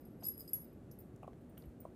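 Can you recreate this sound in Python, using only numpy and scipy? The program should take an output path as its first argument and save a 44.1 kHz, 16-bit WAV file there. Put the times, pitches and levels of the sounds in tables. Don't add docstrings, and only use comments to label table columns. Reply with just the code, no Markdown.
import sys
import numpy as np
from scipy import signal
from scipy.fft import rfft, irfft
from scipy.io import wavfile

SR = 44100
rng = np.random.default_rng(int(sys.argv[2]) if len(sys.argv) > 2 else 0)


def master_out(mix):
    frames = np.transpose(np.atleast_2d(mix))
    ceiling = np.clip(frames, -1, 1)
    pcm = np.round(ceiling * 32767).astype(np.int16)
    wavfile.write(sys.argv[1], SR, pcm)


N = 85995


def undb(db):
    return 10 ** (np.asarray(db) / 20)


def since(start):
    return np.maximum(np.arange(N) / SR - start, 0)


def ring(start, rise, t60):
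    age = since(start)
    return (1 - np.exp(-age / rise)) * np.exp(-np.minimum(np.log(1000) * age / t60, 60))


def noise(gain_at):
    f = np.maximum(np.arange(N // 2 + 1) * SR / N, 1)
    shaped = irfft(rfft(rng.standard_normal(N)) * gain_at(f), N)
    return shaped / np.std(shaped)


def coloured(spectrum):
    hz, db = np.array(spectrum).T
    return noise(lambda f: undb(np.interp(np.log(f), np.log(hz), db)))


def band(hz, width):
    return noise(lambda f: 1 / (1 + ((f / hz - hz / f) / width) ** 2))


# f/Hz, relative density level/dB
RUMBLE_SPECTRUM = [(13, -62), (22, -16), (59, -1.5), (91, -1.5), (233, -0.5), (260, -3.5), (298, -1),
                   (425, -8.5), (465, -8.5), (725, -17.5), (1060, -28.5), (1290, -27), (4500, -45),
                   (5850, -90.5), (9900, -120)]
HISS_SPECTRUM = [(2000, -17), (4500, 4), (9000, 6), (13500, 4.5), (16000, -17)]
# f/Hz, level/dB
HUM_PARTIALS = [(119.5, -70), (239.3, -67.5), (366, -72), (1140, -90)]

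def background():
    hum = sum(undb(db) * np.sqrt(2) * np.sin(2 * np.pi * (hz * since(0) + rng.random()))
              for hz, db in HUM_PARTIALS)
    return undb(-55.5) * coloured(RUMBLE_SPECTRUM) + undb(-85) * coloured(HISS_SPECTRUM) + hum


# f/Hz, relative level/dB, T60/s
ROOM_BANDS = [(494, 2, 0.2), (4930, 4.5, 0.24), (11350, -0.5, 0.27), (13360, -7, .25), (16200, -7.5, 0.183)]

def room(direct, wet_db):
    f = np.arange(N // 2 + 1) * SR / N
    centres, tail = np.array(ROOM_BANDS)[:, 0], 0
    for selector, (_, db, t60) in zip(np.eye(len(ROOM_BANDS)), ROOM_BANDS):
        power_share = np.interp(f, centres, selector)
        reflections = irfft(rfft(rng.standard_normal(N)) * np.sqrt(power_share), N)
        fade = ring(start=0.004, rise=0.0064, t60=t60)
        tail += undb(db) * reflections * fade / np.sqrt(np.sum(fade ** 2))
    return direct + undb(wet_db) * signal.fftconvolve(direct, tail)[:N]


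# t/s, level/dB, centre f/Hz
PAW_FALLS = [(.06, -57.5, 180), (.228, -50, 159), (0.257, -57, 130), (.55, -54, 150), (.89, -54.5, 110.5),
             (1.129, -53.5, 114), (1.519, -72, 140), (1.659, -49, 59.2), (1.74, -59, 60)]

def paws(rise_s=0.013):
    thumps = 0
    for start, db, hz in PAW_FALLS:
        rise = since(start) / rise_s
        thumps += undb(db) * band(hz, width=0.92) * rise * np.exp(1 - rise)
    return thumps


# t/s, level/dB, centre f/Hz, width/centre, T60/s
CLAW_TICKS = [(0.222, -48.5, 705, 0.33, 0.038), (0.223, -67.5, 1470, 0.44, 0.059),
              (0.224, -70.5, 3000, 0.68, 0.11), (0.2327, -57, 6500, 0.34, .03),
              (0.912, -65, 5800, 0.27, 0.043), (1.161, -63, 8000, 0.71, 0.014),
              (1.228, -73.5, 9500, 0.81, 0.072), (1.229, -67, 2570, 0.25, 0.07),
              (1.275, -75, 8600, 0.61, 0.042), (1.275, -69.5, 2380, 0.86, 0.029),
              (1.332, -60, 1600, 1.1, 0.012), (1.535, -55, 647, 0.26, 0.012),
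              (1.573, -57, 1090, 1.14, 0.033), (1.577, -54.5, 2920, 0.17, 0.013),
              (1.622, -64.5, 4200, 0.33, 0.019), (1.623, -58, 686, .6, 0.057),
              (1.638, -70, 2200, 0.7, 0.055), (1.853, -67, 9200, 0.11, 0.0094)]

def ticks():
    return sum(undb(db) * band(hz, width) * ring(start, 0.0004, t60)
               for start, db, hz, width, t60 in CLAW_TICKS)


# t/s, level/dB, frequency ratio
DULL_TAPS = [(1.2305, -38, 1.01), (1.2438, -41.5, 0.93), (1.278, -36, 0.94), (1.3312, -47, 0.59),
             (1.852, -34, 0.865)]
# f/Hz at ratio 1, relative level/dB, T60/s
DAMPED_MODES = [(592, -1.5, 0.011), (728, 4.5, 0.011), (1127, -4, .018)]

def taps(rise_s=0.00094, cutoff_hz=1270):
    knocks = sum(undb(db + mode_db) * ring(start, rise_s, t60)
                 * np.sin(2 * np.pi * hz * ratio * since(start))
                 for start, db, ratio in DULL_TAPS for hz, mode_db, t60 in DAMPED_MODES)
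    return signal.sosfilt(signal.butter(6, cutoff_hz, fs=SR, output="sos"), knocks)


MAIN_PAIR_HZ = (11408, 11466)
# t/s, level/dB
ROLLING_LEVELS = [(0, -79), (.09, -76), (.15, -84), (.2, -77.5), (.245, -58), (.275, -58), (.33, -60.5),
                  (.42, -74), (0.521, -64), (.66, -74), (.79, -100)]

def rolling(width_hz=40):
    modes = [(hz, 0) for hz in MAIN_PAIR_HZ] + [(SHELL_LOW[0][0], -14), (SHELL_TOP[0][0], -14)]
    shimmer = noise(lambda f: sum(undb(db) / (1 + (2 * (f - hz) / width_hz) ** 2) for hz, db in modes))
    return shimmer * undb(np.interp(since(0), *np.array(ROLLING_LEVELS).T))


def shell_mode(hz, t60, times, contacts, amplitudes):
    t, decay_rate = since(0), np.log(1000) / t60
    energy, phase = np.full(N, 1e-18), np.zeros(N)
    for start, contact, amplitude in zip(times, contacts, amplitudes):
        onset = int(start * SR)
        age = t[:N - onset]
        growth = np.minimum(age / contact, 1)
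        energy_left = np.exp(-2 * decay_rate * np.maximum(age - contact, 0))
        weight = amplitude ** 2 / (amplitude ** 2 + energy[onset:])
        phase[onset:] += growth * weight * rng.uniform(-np.pi, np.pi)
        energy[onset:] += (amplitude * growth) ** 2 * energy_left
    return np.sqrt(2 * energy) * np.sin(2 * np.pi * hz * t + phase)


# f/Hz, relative level/dB
SHELL_LOW = [(4984, 0), (5035, -5), (5270, -15), (6760, -17), (7920, -11), (12550, -9), (12617, -6)]
SHELL_MIDDLE = [(8690, -4), (8790, -7), (8925, -3)]
SHELL_SIDE = [(6780, -33), (10955, -31), (11150, -29), (11690, -29)]
SHELL_TOP = [(14762, 0), (14835, -5), (14910, -10)]
# f/Hz, relative density level/dB
CLICK_SPECTRUM = [(1500, -28.5), (3500, -21), (6000, -7.5), (7800, -7), (8900, 4.5), (9900, -8.5),
                  (11400, 9), (13200, 4), (14800, 4), (15400, -15.5), (16500, -16.5)]
# t/s, level/dB of (click, low modes, middle modes, main pair, top modes),
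# upper mode's share of the pair's energy, contact time/s
PELLET_STRIKES = [ (.002, -77, -91, -81, -77.5, -69.5, 0.6, 0.0079),
                  (.050, -80, -84, -80, -67, -80, 0.3, 0.0046),
                  (0.072, -87, -89, -77.5, -66.5, -88, 0.6, 0.0044),
                  (.201, -90, -77, -74, -75, -80, 0.4, 0.0092),
                  (0.2344, -64, -60, -75, -53.5, -70, .6, 0.00085),
                  (0.2376, -60, -52, -68, -43.5, -77, 0.99, .006),
                  (0.2506, -36.5, -63.5, -63.5, -44.5, -59, 0.45, 0.0042),
                  (0.259, -47, -53.5, -59, -47, -63, 1, 0.0023),
                  (0.264, -73, -62.5, -59.5, -36.5, -62, .9, .006),
                  (.283, -69, -60, -57, -34, -59.5, .95, 0.0039),
                  (0.3783, -48, -72, -62.5, -48.5, -63.5, 0.4, 0.00088),
                  (.391, -68, -61, -62, -54.5, -66, 0.1, 0.0085),
                  (0.406, -42, -58, -64.5, -54, -49.5, 0.9, 0.00081),
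                  (0.4763, -51, -59, -69.5, -57, -72, 0.5, 0.0033),
                  (.486, -52, -77, -70, -50, -78, 0.76, .005),
                  (0.533, -35, -66, -50.5, -28.5, -47.5, 0.02, 0.00028),
                  (0.616, -59, -77, -76, -64, -65, 0.5, 0.0043),
                  (.638, -77, -81.5, -76.5, -75, -62, .3, 0.0084),
                  (0.726, -78, -92, -91.5, -72.5, -81.5, 0.4, 0.0051),
                  (0.913, -62, -80, -82.5, -58.5, -67.5, 0.6, 0.0022),
                  (.923, -55, -91, -84, -74, -73.5, .5, 0.0014),
                  (0.988, -69, -90, -69.5, -57.5, -69, .5, 0.00058),
                  (1.002, -56, -85, -81, -78, -58.5, 0.36, .002),
                  (1.412, -76, -93, -90.5, -89, -81, .5, 0.0012),
                  (1.494, -74.5, -113, -75, -85.5, -73, .5, .003),
                  (1.578, -47, -96, -84, -61.5, -61, 0.78, .002),
                  (1.655, -78, -96, -84, -72, -80, 0.55, 0.00094),
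                  (1.691, -64, -104.5, -86, -92, -92.5, 0.6, 0.0011),
                  (1.803, -55.5, -88, -66.5, -82, -53.5, .5, 0.0019)]

def bell():
    times, click_db, low_db, middle_db, main_db, top_db, share, contacts = np.array(PELLET_STRIKES).T
    low_t60, middle_t60, main_t60, top_t60 = 0.06, 0.056, 0.078, 0.052
    groups = [(SHELL_LOW, low_db, low_t60), (SHELL_MIDDLE, middle_db, middle_t60),
              (SHELL_SIDE, main_db, main_t60), (SHELL_TOP, top_db, top_t60)]
    shell = sum(shell_mode(hz, t60, times, contacts, undb(group_db + db))
                for modes, group_db, t60 in groups for hz, db in modes)
    for hz, part in zip(MAIN_PAIR_HZ, (1 - share, share)):
        shell += shell_mode(hz, main_t60, times, contacts, undb(main_db) * np.sqrt(part))
    bursts = sum(undb(db) * ring(start, rise=contact / 2, t60=0.0034 + 3.4 * contact)
                 for start, db, contact in zip(times, click_db, contacts))
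    clicks = coloured(CLICK_SPECTRUM) * bursts
    return room(shell + rolling(), wet_db=-11) + room(clicks, wet_db=-0.5)


def scene():
    return (background() + paws() + room(ticks() + taps(), wet_db=-16) + bell())[None]


def record(dry):
    high_pass = signal.butter(4, 36, "high", fs=SR, output="sos")
    low_pass = signal.ellip(8, 0.2, 70, 16400, fs=SR, output="sos")
    return signal.sosfilt(low_pass, signal.sosfilt(high_pass, dry))


dry = scene()
out = record(dry)
master_out(out)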